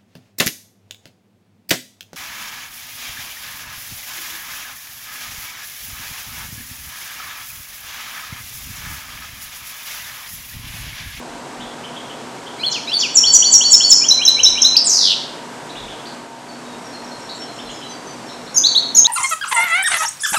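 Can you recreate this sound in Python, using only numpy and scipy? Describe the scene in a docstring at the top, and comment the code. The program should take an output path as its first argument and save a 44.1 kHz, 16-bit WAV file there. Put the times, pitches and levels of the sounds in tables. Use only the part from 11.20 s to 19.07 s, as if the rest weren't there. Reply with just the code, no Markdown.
"""A caged goldfinch sings in a hard-walled room, over steady room noise and a low hum. After a few far-off
chirps it opens with two two-voiced slurs, runs through swoops and upslurs and ends on a falling buzz. In the
pause, distant birds chirp and one whistles a see-saw; then the finch returns with a short phrase. Each syllable
is made of gliding whistles from the syrinx, smeared by the room, and the loudest ones flatten at their peaks."""
import sys
import numpy as np
from scipy import signal
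from scipy.fft import rfft, irfft, next_fast_len
from scipy.io import wavfile
from scipy.ndimage import uniform_filter1d, map_coordinates

SR = 44100
rng = np.random.default_rng(int(sys.argv[2]) if len(sys.argv) > 2 else 0)


def bounce(signal):
    """Save signal as a 16-bit WAV file at the path given by the first command-line argument."""
    frames = np.transpose(np.atleast_2d(signal))
    limited = np.clip(frames, -1, 1)
    pcm = np.round(limited * 32767).astype(np.int16)
    wavfile.write(sys.argv[1], SR, pcm)


N = 347067
TREBLE_LIMIT_HZ = 12600
# faint partials of a clean bird whistle: (multiple of the pitch, level [dB])
OVERTONES = [(2, -36.5), (3, -37)]


def amp(db):
    """Decibels to gain."""
    return 10 ** (np.asarray(db) / 20)


def unit(x):
    """Scale to an rms of 1."""
    return x / np.sqrt(np.mean(x ** 2) + 1e-20)


def along(points, hz):
    """Read a curve of (frequency [Hz], value) points on a log frequency axis."""
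    freqs, values = np.transpose(points)
    return np.interp(np.log(hz + 1), np.log(freqs + 1), values)


def wobble(rate, size):
    """A smooth random curve with `rate` knots a second."""
    knots = rng.standard_normal(int(size * rate / SR) + 4)
    return map_coordinates(knots, [np.arange(size) * rate / SR])


def ease(u, start, end, bend):
    """From start to end as u goes 0 to 1: a positive bend moves early, a negative one late."""
    return start + (end - start) * np.expm1(-bend * u) / np.expm1(-bend)


def swell(t, attack_s, release_s, depth_db=16):
    """An attack, hold and release envelope in dB."""
    attack = np.clip(1 - t / attack_s, 0, 1) ** 2
    release = np.clip(1 - (t[-1] - t) / release_s, 0, 1) ** 2
    return -depth_db * (attack + release)


def filtered(x, response):
    """Equalise x with a gain that is a function of frequency."""
    size = next_fast_len(N + SR // 2)
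    return irfft(rfft(x, size) * response(np.fft.rfftfreq(size, 1 / SR)), size)[:N]


def noise(spectrum):
    """Noise of rms 1, coloured by (frequency [Hz], relative level [dB]) points."""
    white = rng.standard_normal(N)
    return unit(filtered(white, lambda hz: amp(along(spectrum, hz)) * (hz < TREBLE_LIMIT_HZ)))


def add(track, s, sound):
    """Mix a sound into the track at time s."""
    part = track[round(s * SR):][:len(sound)]
    part += sound[:len(part)]


def hum(gain_db=-2, waver=0.68):
    """Steady hum tones, each wavering in level and phase."""
    # hum tones: (frequency [Hz], relative level [dB])
    tones = [(242.2, -43.5), (285.3, -49), (689.1, -47.5), (759.0, -51), (915.2, -47), (969.0, -47),
             (1545, -53), (1599, -59)]
    track, t = np.zeros(N), np.arange(N) / SR
    for hz, db in tones:
        drift = 1 + waver * (wobble(9, N) + 1j * wobble(9, N))
        track += amp(db) * unit(np.real(drift * np.exp(2j * np.pi * hz * t)))
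    return amp(gain_db) * track


def room_tone(gain_db=1.0):
    """A dark bed of noise whose level dips briefly about five seconds in."""
    # colour of the bed: (frequency [Hz], relative level [dB])
    spectrum = [(41, -27), (75, -21), (92, -24), (127, -5.5), (195, -8.5), (240, -4), (290, -4.5),
                (560, -5.5), (950, -6.5), (1150, -9), (2500, -17), (5400, -21), (8200, -23), (11000, -35)]
    # its fader curve: (time [s], relative level [dB])
    fader = [(0, -35), (4.95, -35), (5.1, -39.5), (5.3, -37), (5.6, -35.5), (7.87, -35.5)]
    level_db = np.interp(np.arange(N) / SR, *np.transpose(fader))
    return amp(level_db + gain_db) * noise(spectrum)


def rumble(floor_db=-70, bump_s=0.072):
    """A very faint rumble that swells into soft low bumps."""
    # colour of the rumble: (frequency [Hz], relative level [dB])
    spectrum = [(12, -24.5), (28, 1), (50, 2), (80, -6), (130, -17), (400, -120)]
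    # bumps: (time [s], level [dB])
    thuds = [(.15, -53), (.42, -50), (2.06, -49), (3.27, -47), (3.358, -49), (3.54, -50), (4.66, -47),
             (6.48, -54)]
    t = np.arange(N) / SR
    bumps = sum(amp(db) * np.exp(-((t - s) / bump_s) ** 2) for s, db in thuds)
    return (amp(floor_db) + bumps) * noise(spectrum)


def room(x, build_s=0.00074):
    """The walls answer with a dense tail that dies sooner in the treble."""
    # reverb decay: (frequency [Hz], time to fall 60 dB [s])
    decay = [(2000, 0.98), (4000, 0.57), (6500, 0.57), (12000, 0.21)]
    # colour of the tail: (frequency [Hz], relative level [dB])
    colour = [(2200, -5), (3100, -5), (4200, 2), (5500, 1.5), (7000, 7), (11000, 1)]
    hz, t, bands = signal.stft(rng.standard_normal(SR), SR, nperseg=256)
    fade_db = along(colour, hz)[:, None] - 60 * t / along(decay, hz)[:, None]
    build_up = 1 - np.exp(-t / build_s)
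    tail = signal.istft(bands * amp(fade_db) * build_up, SR, nperseg=256)[1]
    return signal.fftconvolve(x, tail / np.linalg.norm(tail))[:N]


def near_walls(x, wall_db=-13, count=7):
    """The cage tray and the wall behind it send back a few quick reflections."""
    echoes = np.zeros(N)
    for delay_s in rng.uniform(.002, .022, count):
        add(echoes, delay_s, x)
    return amp(wall_db) * echoes / np.sqrt(count)


def syrinx(hz, db, partials, jitter=0.0029, shimmer_db=2.23, edge_s=.003):
    """A bird's voice: a slightly unsteady whistle with weaker partials and soft ends."""
    n = len(hz)
    phase = 2 * np.pi * np.cumsum(hz * (1 + jitter * wobble(425, n))) / SR
    upper = sum(amp(level) * np.sin(k * phase) * (k * hz < SR / 2) for k, level in partials)
    gain = amp(db + shimmer_db * wobble(273.6, n))
    ends = np.clip(np.minimum(np.arange(n), np.arange(n)[::-1]) / (edge_s * SR), 0, 1)
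    return (np.sin(phase) + upper) * gain * np.sin(np.pi / 2 * ends) ** 2


def far_chirps(foot=0.62, bend=6, droop=.2, rasp=0.056, crest=0.37, taper_db=-16):
    """Each distant chirp scoops up toward its top pitch and droops; rasp shakes the pitch."""
    # chirps: (time [s], relative level [dB], top pitch [Hz], length [s])
    calls = [ (0.4, -30, 3735, .045), (0.636, -26.5, 3340, 0.028), (0.758, -28, 3390, 0.0324),
             (.89, -31.5, 3350, 0.0354), (1.261, -29.5, 3500, 0.028), (4.491, -29, 3960, .02),
             (4.552, -27.5, 3740, 0.059), (4.678, -30.5, 3430, 0.063), (4.853, -27.5, 4640, 0.021),
             (6.089, -25.5, 4540, .025), (6.212, -33, 3470, .035), (6.385, -28, 3440, 0.027),
             (6.49, -27.5, 3390, 0.0295), (6.613, -29.5, 3420, .033), (5.967, -48, 8000, .04),
             (6.14, -43.5, 8030, 0.035), (6.32, -47, 8040, .045), (6.492, -42, 7230, .04),
             (7.088, -38, 3970, 0.034), (7.26, -36.5, 4170, 0.033), ]
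    track = np.zeros(N)
    for s, db, top_hz, length_s in calls:
        u = np.linspace(0, 1, round(length_s * SR))
        contour = ease(u, foot, 1, bend) - droop * u ** 4
        hz = top_hz * contour * (1 + rasp * wobble(696, len(u)))
        add(track, s, syrinx(hz, db + taper_db * (u - crest) ** 2, OVERTONES))
    return track


def seesaw(gain_db=2, period_s=.179, length_s=0.062, droop=0.0276, low_ratio=.763, low_db=1.5):
    """A distant bird alternates pure high and low notes, each sagging as it swells and fades."""
    # two lone opening notes: (time [s], pitch [Hz], relative level [dB])
    openers = [(5.283, 4450, -40), (5.45, 3745, -42)]
    # bouts: (start [s], end [s], first high note [Hz], last high note [Hz], low note's lag [s],
    # relative level [dB])
    bouts = [(5.639, 6.62, 5537, 5190, 0.089, -40.5), (6.677, 6.95, 6080, 6040, 0.029, -42),
             (7.056, 7.32, 5410, 5510, 0.025, -43.5)]
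    notes = list(openers)
    for start, end, first_hz, last_hz, lag, db in bouts:
        beats = np.arange(start, end, period_s)
        high_hz = ease(np.linspace(0, 1, len(beats)), first_hz, last_hz, bend=-2.85)
        for s, hz in zip(beats, high_hz):
            notes += [(s, hz, db), (s + lag, hz * low_ratio, db + low_db)]
    track, u = np.zeros(N), np.linspace(0, 1, round(length_s * SR))
    sag = 1 + droop * (1 - u) ** 4
    arch_db = gain_db - 30 * (u - .4) ** 2
    for s, hz, db in notes:
        add(track, s, syrinx(hz * sag, db + arch_db, partials=[]))
    return track


def treble_hiss(voice, hiss_db=-35, smooth_s=.006):
    """A faint high hiss rises and falls with the loudness of the song."""
    strength = np.sqrt(np.abs(uniform_filter1d(voice ** 2, round(SR * smooth_s))))
    return amp(hiss_db) * strength * noise([(3000, -21.0), (8000, 3), (11500, 2)])


def glide(length_s, start_hz, end_hz, bend, db, attack_s, release_s, partials):
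    """One whistle that eases from one pitch to another."""
    t = np.arange(0, length_s, 1 / SR)
    hz = ease(t / length_s, start_hz, end_hz, bend)
    return syrinx(hz, db + swell(t, attack_s, release_s), partials)


def buzz(start_s=3.692, length_s=.251, sweeps_per_s=95, db=-6.5, shut_db=-19, top_db=-6.0):
    """The finch's buzz: rapid upward sweeps that sink in pitch and die away."""
    track, t = np.zeros(N), np.arange(0, length_s, 1 / SR)
    # foot and top of the sweeps, each: (first pitch [Hz], last pitch [Hz], bend)
    foot = (5800, 2590, 1.2)
    top = (6800, 4300, -2)
    low_hz, high_hz = ease(t / length_s, *foot), ease(t / length_s, *top)
    cycle = (t * sweeps_per_s + .05 * wobble(40, len(t))) % 1
    sweep = np.interp(cycle, [0, .2, .85, 1], [.05, 0, 1, .05])
    # the voice is shut while the pitch falls back for the next sweep
    shut = np.interp(cycle, [0, .1, .34, .7, .88, 1], [1, .4, 0, 0, 1, 1])
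    envelope_db = db + swell(t, attack_s=.003, release_s=0.088, depth_db=6.88)
    flutter_db = shut_db * shut + top_db * sweep ** 2 + 0.5 * wobble(105, len(t))
    hz = low_hz + (high_hz - low_hz) * sweep
    add(track, start_s, syrinx(hz, envelope_db + flutter_db, partials=[(2, -28)]))
    return track


def swoops(top_hz=8150, break_hz=6600, lead_db=-11, dive_db=-2.5, landing_db=0.7):
    """Each dive starts softly, opens up halfway, then breaks into a loud drop onto a held note."""
    # the finch's run of swoops: (time [s], relative level [dB], dive length [s], landing pitch [Hz])
    run = [(1.942, -2.5, 0.026, 5480), (2.120, -.5, 0.025, 5790), (2.309, -1.5, 0.028, 5610),
           (2.501, -0.5, .027, 5330), (2.690, -0.5, 0.023, 5225)]
    track = np.zeros(N)
    for s, db, dive_s, landing_hz in run:
        t = np.arange(0, dive_s, 1 / SR)
        soft_lead = (1 - np.tanh((t / dive_s - 0.55) / .1)) / 2
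        level_db = db + dive_db + lead_db * soft_lead + swell(t, attack_s=.007, release_s=0.0019)
        dive_hz = ease(t / dive_s, top_hz, break_hz, bend=0.388)
        add(track, s, syrinx(dive_hz, level_db, OVERTONES))
        landing = glide(length_s=.03, start_hz=break_hz, end_hz=landing_hz, bend=7.5, db=db + landing_db,
                        attack_s=0.0005, release_s=0.0094, partials=OVERTONES)
        add(track, s + dive_s, landing)
    return track


def syllables():
    """Each finch syllable is one to four glides of the two-sided syrinx, transposed and stretched."""
    # the song: (time [s], syllable, relative level [dB], pitch ratio, length ratio)
    song = [ (1.374, "squeak", -32.5, .92, 1.05), (1.393, "peep", -28, 1.1, 1.2),
            (1.431, "rise", -12.5, 1.002, 0.98), (1.457, "glide", -15, 0.94, .85),
            (1.499, "slur", -17, 1.044, 1.05), (1.668, "squeak", -25.5, 1.03, 0.91),
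            (1.670, "peep", -21.5, 1.05, 1.04), (1.713, "rise", -15.5, 1.04, 1.2),
            (1.730, "glide", -11, 1, 1.2), (1.782, "slur", -12, 1.05, 1.02),
            (2.034, "step", -6, 1.008, 1.02), (2.222, "step", -6.5, 1.01, 0.97),
            (2.407, "step", -8, 1.002, 1.1), (2.602, "step", -8, 1.004, 1.09),
            (2.808, "creep", -16, 0.99, 1.18), (2.883, "hook", -2, 0.98, 1.03),
            (2.906, "pip", -2, 1.015, 1), (2.985, "creep", -13, 0.98, 1.12), (3.050, "hook", -2, .985, .95),
            (3.075, "pip", -0.5, 1.012, 1), (3.165, "creep", -13, 0.94, 1),
            (3.231, "hook", -0.5, 0.98, 1.12), (3.246, "scoop", -6.5, 1.005, 1.27),
            (3.351, "creep", -14.5, 0.97, 0.99), (3.417, "hook", 0, 0.988, 0.94),
            (3.435, "scoop", -6.5, 1.027, 1.31), (3.555, "flick", -5.5, 1.025, 1.08),
            (3.639, "slide", -14.5, 0.98, 0.94), (7.341, "tsee", -3, 1.006, 0.86),
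            (7.342, "under", -24, 1.01, 1), (7.435, "lift", -5, 1.018, 0.99),
            (7.547, "lift", -5.5, .98, .92), (7.746, "zee", -1.5, 1.001, 0.98),
            (7.747, "under", -18, 1.06, 0.77), (7.843, "lift", -5, 0.95, 0.72), ]
    # glides of each syllable: (delay [s], length [s], start pitch [Hz], end pitch [Hz], bend,
    # relative level [dB], attack [s], release [s])
    shapes = { "squeak": [(0, 0.053, 2050, 2800, 1.3, -1.5, .02, 0.0049)],
              "peep": [(0, 0.038, 3430, 3980, 2, -0.5, 0.0089, 0.014)],
              "rise": [(0.00024, 0.032, 2720, 3520, 1.92, -1, 0.0052, 0.014)],
              "glide": [(0, 0.0442, 4780, 4350, 1.42, -0.5, .015, 0.016)],
              "slur": [(0, .011, 4550, 7070, 1.84, -14, 0.0037, .002),
              (.009, .036, 7160, 4460, -0.95, -5, 0.038, 0.004),
              (.01, .026, 6000, 3750, -1.5, 0, .02, .003),
              (.033, .055, 3850, 2135, 1.7, 0.5, 0.021, 0.065)],
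              "step": [(0, 0.025, 2650, 3470, 2.07, -0.5, 0.0069, 0.026),
              (.027, 0.0352, 3670, 4479, 7.9, 0.5, .018, 0.0054)],
              "creep": [(0, 0.0266, 2295, 2580, .3, -11, 0.01, .003),
              (.023, 0.0313, 2530, 3457, 2.26, -0.5, 0.009, 0.018)],
              "hook": [(0, .011, 7000, 5510, 0.84, 1, 0.0069, 0.0054),
              (.009, 0.015, 5590, 5430, 2.6, -3.5, .002, .008)],
              "pip": [(0, 0.0233, 3480, 4000, 6, 0, 0.0092, 0.0059)],
              "scoop": [(0.0016, 0.0373, 3000, 3990, 5.35, 0.5, 0.016, .014)],
              "flick": [(0, 0.014, 2320, 3840, -1.5, -13, 0.005, 0.0013),
              (.009, 0.017, 3720, 5410, 3.5, 3, 0.0026, 0.0086)],
              "slide": [(0, 0.037, 8470, 7880, -1.9, -7, .01, .002),
              (.02, 0.04, 8270, 6270, 1.5, 0, 0.0087, 0.02)],
              "tsee": [(0, 0.018, 5300, 6750, 6.5, -22, 0.0046, .002),
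              (.019, 0.0348, 7060, 5910, 1, -2, 0.019, 0.0048)],
              "zee": [(0, .027, 4950, 6850, 7.8, -8, 0.0062, .002),
              (.025, .033, 6780, 6280, 1.8, -2, 0.011, 0.0069)],
              "under": [(0, 0.025, 5600, 5230, -1, 0.5, .007, .01),
              (.028, .02, 5120, 4860, 1.6, 5.5, .004, .007)],
              "lift": [(0, .031, 3090, 4150, 2.2, 0.5, 0.018, .01),
              (.029, 0.015, 4090, 4455, 3, 0, 0.0057, 0.0073)], }
    # partials of the reedier syllables: (multiple of the pitch, level [dB])
    reedy = {"squeak": [(2, -5.5)], "under": [(2, -13.5)], "tsee": [(2, -24)], "zee": [(2, -18)],
             "glide": [(2, -27.5)]}
    track = np.zeros(N)
    for s, name, level_db, pitch, stretch in song:
        for delay, length, start, end, bend, db, attack, release in shapes[name]:
            whistle = glide(length * stretch, start * pitch, end * pitch, bend, level_db + db,
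                            attack * stretch, release * stretch, reedy.get(name, OVERTONES))
            add(track, s + delay * stretch, whistle)
    return track


def scene(direct_db=-1.14, wet_db=-4, far_direct_db=-5, far_wet_db=-1):
    """The finch is close; the other birds arrive mostly by way of the walls."""
    voice = syllables() + swoops() + buzz()
    close_sound = voice + treble_hiss(voice)
    others = far_chirps() + seesaw()
    near = amp(direct_db) * close_sound + near_walls(close_sound) + amp(wet_db) * room(close_sound)
    far = amp(far_direct_db) * others + amp(far_wet_db) * room(others)
    background = hum() + room_tone() + rumble()
    return (background + far + near)[None]


def record(dry, ceiling_db=-0.6, hardness=24, splash_db=-10, top_hz=16000):
    """The microphone misses the high treble; the loudest whistles flatten at their peaks and splash faintly
    into that band."""
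    heard = filtered(dry[0], lambda hz: hz < TREBLE_LIMIT_HZ)
    clipped = heard / (1 + np.abs(heard / amp(ceiling_db)) ** hardness) ** (1 / hardness)

    def treble_cut(hz):
        shelf = np.where(hz < TREBLE_LIMIT_HZ, 1, amp(splash_db))
        return shelf / (1 + (hz / top_hz) ** 60)

    return filtered(clipped, treble_cut)[None]


dry = scene()
out = record(dry)
bounce(out)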